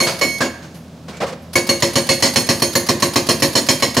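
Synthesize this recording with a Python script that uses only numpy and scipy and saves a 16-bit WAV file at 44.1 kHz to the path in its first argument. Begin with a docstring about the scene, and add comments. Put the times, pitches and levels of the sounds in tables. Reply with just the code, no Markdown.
"""A hydraulic breaker hammers rock in an open quarry, heard on a stereo microphone: three loose blows,
a pause while the chisel is set down again, then about 7.5 blows a second. Shaped noise makes the crash, the crack,
the loose rock, the valve's spit and the oil's hiss; decaying modes make the ring of chisel and housing.
A low echo follows after 54 ms, as from a face some nine metres off, with a dull scatter from the rubble.
Underneath, the excavator's diesel drones: wavering sines over a noise rumble."""
import sys
import numpy as np
from scipy import signal
from scipy.fft import rfft, irfft
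from scipy.io import wavfile

SR = 44100
rng = np.random.default_rng(int(sys.argv[2]) if len(sys.argv) > 2 else 0)


def generate_wav(signal):
    """Clip the signal to [-1, 1] and save it as 16-bit WAV at the path in sys.argv[1]."""
    frames = np.transpose(np.atleast_2d(signal))
    scaled = np.clip(frames, -1, 1) * 32767
    pcm = np.round(scaled).astype(np.int16)
    wavfile.write(sys.argv[1], SR, pcm)


N = 176400
T = np.arange(int(.9 * SR)) / SR  # time axis of one event, in seconds

# Stereo image at the microphone. Each row: pitch in Hz, side minus mid in dB, left minus right in dB.
STEREO_IMAGE = [(100, -24, -1.5), (423, -22.5, -0.5), (800, -12, -0.5), (1400, -10, -.4),
                (2860, -8.5, -2.5), (5400, -10, -3), (9300, -6.5, -1.5), (14000, -8.5, 3.5)]

# Colour of the diesel's rumble. Each row: pitch in Hz, relative level in dB per Hz.
RUMBLE_COLOUR = [(25, -41), (50, -15), (80, -12), (120, -5.5), (165, 2.5), (240, -1.5), (380, -10.5),
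                 (600, -9.5), (850, -16.5), (2000, -26.5), (5000, -28), (10500, -38.5), (15000, -44)]
# Engine orders, before their waver. Each row: pitch in Hz, rms level in dB.
ENGINE_ORDERS = [(82, -46), (122, -50.5), (164, -43), (243, -47)]
RUMBLE_DB, ORDER_WAVER_DB = -39, 3

# Piston blows. Each row: start in seconds, then crash, boom, treble, crack, clang, overtone and bending ring
# levels in dB (added to the levels below), ring length as a factor, crash hold in seconds.
BLOWS = [(0.002, -6.5, -15, 1.5, 0, 11, 5.5, -16, 1.8, 0.046),
         (0.212, -2.5, -16.5, -1, -3, 4, -2, -14, 3.6, 0.027),
         (0.405, -6, -15, -5.5, 0.5, -18, -12.5, -22, 2.04, 0.06),
         (1.555, -2, -6, 0.5, -1, 13, 6, -16, 0.96, 0.026),
         (1.6909, -1, -6.5, 1.5, 1, 0, 2.5, -14.5, 1.23, 0.0093),
         (1.823, -2.5, -4, 3, -5, -1.5, -1.5, -8, 1.45, 0.011),
         (1.9558, -3, -4, 2.5, -18, -3.5, 3.5, -12.5, 1.55, 0.028),
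         (2.09, -2.5, -5.5, 3.5, -21, -3, 2.5, -11, 1.85, 0.031),
         (2.224, -2, -5, 3.5, -17, -6, 2, -3.5, 1.6, 0.046),
         (2.359, 0.5, -5, -0.5, -13, -1, 6.5, -7.5, 1.53, 0.017),
         (2.489, -1, -3.5, 0, -8, -10, 5, -5.5, 1.38, 0.025),
         (2.62, -1.5, -5.5, -1, -12, -2, 9, -7.5, 1.07, 0.0085),
         (2.753, -1.5, -5, 1, -0.5, -6, 10, -12, 0.89, 0.01),
         (2.888, 0, -3, -1.5, 3, -16, 3.5, -2.5, 0.74, 0.015),
         (3.023, -0.5, -4.5, 0.5, 8, -4, 5, -9, 1.07, 0.016),
         (3.158, 0, -4, 0.5, 6.5, -18, 5.5, -5.5, 0.86, 0.016),
         (3.2886, -1, -4, 1, 7.5, -10, 6, -6, 1.07, 0.025),
         (3.422, 0, -4, 0.5, -15, -9, 6, -5.5, 1.2, 0.018),
         (3.5535, -2.5, -7.5, 3.5, -14, -17, 3.5, -5, 1.34, 0.031),
         (3.6873, -0.5, -6, 1.5, 5.5, -2, 4.5, -3, 1.24, 0.022),
         (3.8231, -1.5, -8, 2, 4, -1.5, -2, -6, 1.5, 0.016),
         (3.967, 1, -3.5, -2.5, 1, -5, -1, -6, 1.06, 0.018)]

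# Colour of the crash of steel on rock. Each row: pitch in Hz, relative level in dB per Hz.
CRASH_COLOUR = [(30, -46), (60, -16), (125, -12.5), (250, 8), (420, 0.5), (570, 4.5), (760, -4), (1080, -2),
                (1340, -14), (1650, -5), (2200, -7), (2650, -8.5), (3600, -12), (4400, -3), (5000, -10.5),
                (5600, -10), (6100, -12), (6850, -4), (7500, -18.5), (9500, -18.5), (12000, -23),
                (15500, -36)]
# Decay of the crash by band. Each row: band centre in Hz, t60 in seconds.
CRASH_DECAY = [(100, 0.36), (300, 0.18), (1000, 0.17), (2500, .17), (6000, 0.15), (14000, 0.34)]
CRASH_DB = -14
REPEAT_SHARE = 0.39  # share of the crash's power that is the same noise at every blow
SNAP_DB, SNAP_T60_S = 0, 0.09
TAIL_DB, TAIL_T60_S = -5.5, 0.46
BASS_LAG_CYCLES = 0.38  # rise time of each band, in cycles of its centre
PATCHY_DB, PATCH_WIDTH_HZ, PATCHY_FROM_HZ = 4, 70, 2000
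TOP_HZ = 15700  # upper limit of the recorder

# Colour of the crack, the loose rock and one hiss among it.
# Each row: pitch in Hz, relative level in dB per Hz.
ROCK_COLOUR = [(30, -36), (140, 9), (400, 3.5), (560, 10), (800, 1), (1400, -1), (2200, -6), (3300, -8),
               (5000, -8), (8000, -16), (15000, -31)]
CRACK_HZ, CRACK_WIDTH, CRACK_DB = 1098, 0.053, -24.5  # width is a share of the pitch
CRACK_HOLD_S, CRACK_T60_S = 0.0086, 0.098

# Lengthwise fundamental of the chisel, a close pair.
# Each row: pitch in Hz, level in dB, t60 in seconds before the blow's ring length factor.
CLANG_MODES = [(2214, -23.5, 0.18), (2230, -24, 0.11)]
# Lengthwise overtones of the chisel. Each entry: pitch in Hz.
OVERTONE_HZ = [4316, 4345, 6411, 6420, 8591, 9477, 10772, 10806, 12752, 12764, 14567]
# The same overtones. Each row: level in dB before tilt, t60 in seconds before the ring length factor.
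OVERTONE_RING = [(-31, 0.17), (-23.5, 0.17), (-31.5, 0.19), (-34, 0.54), (-33, 0.29), (-34.5, 0.24),
                 (-30, 0.21), (-34, 0.34), (-33, 0.18), (-43, 0.47), (-37.5, 0.23)]
# Bending modes of the chisel. Each entry: pitch in Hz.
BENDING_HZ = [1926, 2992, 3180, 4193, 4555, 4730, 5270, 5448, 5560, 6760, 6908, 8087, 12200, 13324, 13512]
# The same bending modes. Each row: level in dB, t60 in seconds before the ring length factor.
BENDING_RING = [(-17.5, 0.13), (-12, 0.06), (-22, 0.22), (-11, 0.14), (-27, 0.29), (-26.5, 0.41),
                (-14, 0.17), (-13, 0.15), (-15, 0.13), (-26.5, 0.16), (-33.5, 0.68), (-22.5, 0.22),
                (-35, 0.75), (-35, 0.23), (-38, 0.17)]
# Tilt of the overtones, darker on loose rock. Each row: time in seconds, tilt in dB per octave.
OVERTONE_TILT = [(0, -4.5), (.21, -3), (.41, -7), (1.555, 2.5), (1.69, -5), (2.2, -3), (2.75, -0.5),
                 (3.3, 0.5), (3.97, 4)]
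RING_RISE_S, CHOKE_T60_S = 0.0021, 0.15
RING_SCATTER_DB = 2
OVERTONE_DETUNE, BENDING_DETUNE = .0007, .0025  # random spread as a share of the pitch

# Modes of the breaker's housing. Each row: pitch in Hz, level in dB, t60 in seconds.
HOUSING_MODES = [(150, -20, 0.4), (244.6, -14.5, 0.23), (515.5, -18, 0.14), (641, -23, 0.2),
                 (970, -34, 0.055), (1056, -30, 0.097), (1134, -12, 0.062)]
BOOM_RISE_S, BOOM_SCATTER_DB, BOOM_DETUNE = 0.0035, 1.5, .01

THUMP_HZ, THUMP_DB, THUMP_AT_S, THUMP_WIDTH_S = 123, -12.5, 0.01232, 0.0088

# Side plates of the housing. Each row: pitch in Hz, level in dB, t60 in seconds before PLATE_LENGTH.
PLATE_MODES = [(241.3, -3.5, 0.15), (349.2, 0, .17), (551, 5.5, 0.12)]
# Level of the plates' ring. Each row: time in seconds, level in dB.
PLATE_LEVEL = [(0, -0.5), (.3, -4.5), (1.555, -2), (1.69, 2), (2.09, 0.5), (2.36, -5.5), (2.62, -1.5),
               (3.1, -1), (3.55, -2), (3.97, -8)]
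PLATE_SWELL_S, PLATE_LENGTH = 0.034, 0.97

ECHO_S, ECHO_DB, ECHO_HZ = .054, -6.5, 207  # delay, level, low-pass corner
SCATTER_DB, SCATTER_T60_S, SCATTER_DULL_HZ = -17.5, 0.66, 4000

# Loose rock knocking and sliding, and one burst of oil hiss at 0.742 s. Each row: start in seconds,
# level in dB, treble in dB, hold in seconds, decay t60 in seconds, band centre in Hz, band boost or cut in dB.
KNOCKS_AND_HISS = [(0.066, -5.5, 5.5, 0.012, 0.33, 4700, 7), (0.405, -8, 8.5, 0.022, 0.13, 1640, 16),
                   (0.541, -26, 5, 0.0034, 0.072, 1720, 27), (0.623, -30.5, 8, 0.015, 0.33, 600, 3),
                   (0.644, -20.5, -33, 0.0074, 0.065, 1530, 17), (0.742, -34, 9.5, 0.014, 0.23, 1700, -3),
                   (1.080, -18.5, 0.5, 0.014, 0.27, 1020, 5.5), (1.127, -26, 1, 0.034, .25, 2270, 14),
                   (1.167, -29, 12, 0.0043, 0.079, 7400, 10), (1.202, -8, -4, .015, 0.17, 2150, 10),
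                   (1.214, -6, -7.5, 0.023, 0.13, 800, 11.5), (1.223, -6.5, -7, 0.018, 0.12, 554, 15),
                   (1.263, -16, 2, 0.031, 0.18, 1090, 7), (1.322, -15, -2, 0.01, 0.086, 525, 9.5)]
BURST_DB, BURST_RISE_S, BURST_BAND_WIDTH = -12.5, 0.0023, 0.064

# Colour of the valve's spit and of the oil. Each row: pitch in Hz, relative level in dB per Hz.
VALVE_COLOUR = [(100, -54), (500, 6), (1500, -1), (3000, -3.5), (4800, 5.5), (7500, -7.5), (10500, 1),
                (13000, -8), (16000, -14.5)]
VALVE_LEAD_S, VALVE_DB = .0245, -23.5
VALVE_RISE_S, VALVE_HOLD_S, VALVE_T60_S = 0.0028, 0.0081, 0.063

# Oil hissing through the control valve in the pause.
# Each row: start in seconds, level in dB, decay t60 in seconds.
HISSES = [(0.742, -47.5, .35), (1.418, -49, 0.14)]
HISS_HZ, HISS_WIDTH, HISS_RISE_S = 12200, .2, 0.0052

CEILING = .95  # full-scale level that the recorder's peaks approach


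def undb(db):
    """Decibels to an amplitude factor."""
    return 10 ** (np.asarray(db) / 20)


def at(hz, table, axis=1):
    """A column of a table, read on a log-frequency axis."""
    table = np.array(table, float)
    return np.interp(np.log(np.maximum(hz, 1)), np.log(table[:, 0]), table[:, axis])


def at_time(seconds, table):
    """The level column of a time table, read between its rows."""
    return np.interp(seconds, *np.transpose(table))


def bins(size):
    """Pitches in Hz of the spectrum of a sound."""
    return np.arange(size // 2 + 1) * SR / size


def add(out, start, sound):
    """Mix a sound in from a given time; one that would start before zero is left out."""
    i = int(start * SR)
    if 0 <= i < N:
        out[:, i:i + sound.shape[1]] += sound[:, :N - i]


def spread(hz, mid, side):
    """Left and right from mid and side, with width and balance set by pitch."""
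    side = side * undb(at(hz, STEREO_IMAGE, axis=1))
    pan = undb(at(hz, STEREO_IMAGE, axis=2) / 2)
    return np.array([(mid + side) * pan, (mid - side) / pan])


def noise(colour, size):
    """Stereo noise of a given colour, rms 1."""
    mid, side = rfft(rng.standard_normal((2, size)))
    hz = bins(size)
    x = irfft(spread(hz, mid, side) * undb(at(hz, colour)), size)
    return x / x.std()


def lowpass(x, hz, order=2):
    """Butterworth low-pass."""
    return signal.sosfilt(signal.butter(order, min(hz, SR / 2 - 1), fs=SR, output="sos"), x)


def brighten(x, db, corner_hz=2200):
    """Treble shelf."""
    low = lowpass(x, corner_hz, order=1)
    return low + undb(db) * (x - low)


def resonate(x, hz, width):
    """One resonance; width is a share of its pitch."""
    return signal.lfilter(*signal.iirpeak(min(hz, SR * .45), 1 / width, fs=SR), x)


def rise(time_s):
    """Exponential onset with a given time constant."""
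    return 1 - np.exp(-T / time_s)


def fade(hold, t60):
    """Hold, then an exponential decay of 60 dB in t60 seconds."""
    return 1000. ** (-np.maximum(T - hold, 0) / max(t60, 1e-3))


def ring(modes, rise_s, length, scatter_db, detune):
    """Modes struck once, each decaying; every strike shares its force among them a little differently."""
    out = 0
    chances = rng.standard_normal((len(modes), 4))
    for (hz, db, t60), (size, off, mid_turn, side_turn) in zip(modes, chances):
        turning = 2j * np.pi * hz * (1 + detune * off)
        damping = np.log(1000) / (t60 * length)
        wave = signal.lfilter([1], [1, -np.exp((turning - damping) / SR)], T == 0)
        ears = spread(hz, np.exp(1j * np.pi * mid_turn), np.exp(1j * np.pi * side_turn))
        out = out + (ears[:, None] * wave).imag * undb(db + scatter_db * size)
    return out * rise(rise_s)


def walk(count):
    """Slow random wander around 0 with count turning points in all; spread near 1."""
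    return np.interp(np.linspace(0, count - 1, N), np.arange(count), rng.standard_normal(count))


def engine(wander=.008):
    """The diesel's orders share one wandering speed, each wavering in level, over the rumble."""
    seconds_run = np.cumsum(1 + wander * walk(count=30)) / SR
    hum = 0
    for hz, db in ENGINE_ORDERS:
        level = np.sqrt(2) * undb(db + ORDER_WAVER_DB * walk(count=60))  # root 2 turns rms to peak
        hum = hum + level * np.sin(2 * np.pi * (hz * seconds_run + rng.random()))
    return hum + undb(RUMBLE_DB) * noise(RUMBLE_COLOUR, N)


def patches(hz):
    """Every blow favours other resonances of the dense steel spectrum, less so in the bass."""
    grid = np.arange(0, SR / 2, PATCH_WIDTH_HZ)
    bumps = np.interp(hz, grid, rng.standard_normal(len(grid)))
    gain = undb(PATCHY_DB * bumps * np.minimum(hz / PATCHY_FROM_HZ, 1))
    return gain / gain[hz < TOP_HZ].mean()


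def crash(same, treble_db, hold):
    """Steel on rock: dense noise, partly the same each time, rising and decaying band by band."""
    patchy = patches(bins(len(T)))
    fresh = noise(CRASH_COLOUR, len(T))
    mixed = np.sqrt(REPEAT_SHARE) * same + np.sqrt(1 - REPEAT_SHARE) * fresh
    dense = patchy * rfft(brighten(mixed, treble_db))
    snap_and_tail = np.hypot(undb(SNAP_DB) * fade(0, SNAP_T60_S), undb(TAIL_DB) * fade(0, TAIL_T60_S))
    centres = [hz for hz, _ in CRASH_DECAY]
    out = 0
    for (centre, t60), one in zip(CRASH_DECAY, np.eye(len(centres))):
        band = at(bins(len(T)), list(zip(centres, one)))  # overlapping bands that sum to 1
        envelope = rise(BASS_LAG_CYCLES / centre) * np.hypot(fade(hold, t60), snap_and_tail)
        out = out + irfft(dense * band, len(T)) * envelope
    return out


def crack():
    """The rock cracks: noise through one narrow resonance, held briefly, then decaying."""
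    x = resonate(noise(ROCK_COLOUR, len(T)), CRACK_HZ, CRACK_WIDTH)
    return x / x.std() * fade(CRACK_HOLD_S, CRACK_T60_S)


def chisel(clang_db, overtone_db, bend_db, length, tilt_db):
    """The steel bar rings lengthwise and in bending, longer when it hangs loose."""
    middle_hz = np.median(OVERTONE_HZ)
    overtones = [(hz, db + tilt_db * np.log2(hz / middle_hz), t60)
                 for hz, (db, t60) in zip(OVERTONE_HZ, OVERTONE_RING)]
    bending = np.column_stack([BENDING_HZ, BENDING_RING])
    groups = [(CLANG_MODES, clang_db, OVERTONE_DETUNE),
              (overtones, overtone_db, OVERTONE_DETUNE),
              (bending, bend_db, BENDING_DETUNE)]
    return sum(undb(db) * ring(modes, RING_RISE_S, length, RING_SCATTER_DB, detune)
               for modes, db, detune in groups)


def housing():
    """The breaker's housing booms in its own modes, set off by the blow."""
    return ring(HOUSING_MODES, BOOM_RISE_S, 1, BOOM_SCATTER_DB, BOOM_DETUNE)


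def breaker():
    """Each blow crashes on the rock, cracks it, rings the chisel and booms in the housing."""
    out = np.zeros((2, N))
    same = noise(CRASH_COLOUR, len(T))
    gaps = np.diff([row[0] for row in BLOWS], append=np.inf)
    for blow, gap in zip(BLOWS, gaps):
        start, crash_db, boom_db, treble_db, crack_db, clang_db, overtone_db, bend_db, length, hold = blow
        add(out, start, undb(CRASH_DB + crash_db) * crash(same, treble_db, hold))
        add(out, start, undb(CRACK_DB + crack_db) * crack())
        steel = chisel(clang_db, overtone_db, bend_db, length, at_time(start, OVERTONE_TILT))
        add(out, start, steel * fade(gap - VALVE_LEAD_S, CHOKE_T60_S))  # the next stroke damps the ring
        add(out, start, undb(boom_db) * housing())
    return out


def ground():
    """The ground thumps under each blow: a low sine in a short bell-shaped burst."""
    out = np.zeros((2, N))
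    late = T - THUMP_AT_S
    thump = np.sin(2 * np.pi * THUMP_HZ * late) * np.exp(-(late / THUMP_WIDTH_S) ** 2)
    for start, _, boom_db, *_ in BLOWS:
        add(out, start, undb(THUMP_DB + boom_db) * np.array([thump, thump]))
    return out


def side_plates():
    """The housing's plates build up after each blow and die away as modes with a double onset."""
    out = np.zeros((2, N))
    for start, *_ in BLOWS:
        plates = ring(PLATE_MODES, PLATE_SWELL_S, PLATE_LENGTH, BOOM_SCATTER_DB, BOOM_DETUNE)
        add(out, start, undb(at_time(start, PLATE_LEVEL)) * plates * rise(PLATE_SWELL_S))
    return out


def quarry(x):
    """One low echo from the rock face and a dull scatter from the rubble, as a decaying noise response."""
    scatter = lowpass(rng.standard_normal((2, len(T))), SCATTER_DULL_HZ)
    mid, side = rfft(scatter * fade(0, SCATTER_T60_S) * rise(ECHO_S))
    scatter = irfft(spread(bins(len(T)), mid, side), len(T))
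    scatter = scatter / np.sqrt(np.sum(scatter ** 2))
    out = undb(SCATTER_DB) * signal.fftconvolve(x, scatter, axes=1)[:, :N]
    add(out, ECHO_S, undb(ECHO_DB) * lowpass(x, ECHO_HZ))
    return out


def loose_rock_and_hiss():
    """Rock knocks and slides, and oil hisses once: noise bursts, each with one band boosted or cut."""
    out = np.zeros((2, N))
    for start, db, treble_db, hold, t60, hz, band_db in KNOCKS_AND_HISS:
        grain = noise(ROCK_COLOUR, len(T))
        grain = grain + (undb(band_db) - 1) * resonate(grain, hz, BURST_BAND_WIDTH)
        burst = brighten(grain / grain.std(), treble_db) * rise(BURST_RISE_S) * fade(hold, t60)
        add(out, start, undb(BURST_DB + db) * burst)
    return out


def valve():
    """A spit of noise before each stroke, following the crash's level; the first falls before zero."""
    out = np.zeros((2, N))
    for start, crash_db, *_ in BLOWS:
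        spit = noise(VALVE_COLOUR, len(T)) * rise(VALVE_RISE_S) * fade(VALVE_HOLD_S, VALVE_T60_S)
        add(out, start - VALVE_LEAD_S, undb(VALVE_DB + crash_db) * spit)
    return out


def oil():
    """Thin hisses as the boom is moved: noise through a high resonance."""
    out = np.zeros((2, N))
    for start, db, t60 in HISSES:
        hiss = resonate(noise(VALVE_COLOUR, len(T)), HISS_HZ, HISS_WIDTH)
        add(out, start, undb(db) * hiss / hiss.std() * rise(HISS_RISE_S) * fade(0, t60))
    return out


def scene():
    """The work and its return from the quarry, over the diesel."""
    work = breaker() + ground() + side_plates() + loose_rock_and_hiss() + valve() + oil()
    return engine() + work + quarry(work)


def record(dry):
    """The recorder rounds the loudest peaks and cuts the top."""
    rounded = dry / (1 + (dry / CEILING) ** 4) ** .25
    return signal.sosfilt(signal.ellip(8, .2, 80, TOP_HZ, fs=SR, output="sos"), rounded)


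dry = scene()
out = record(dry)
generate_wav(out)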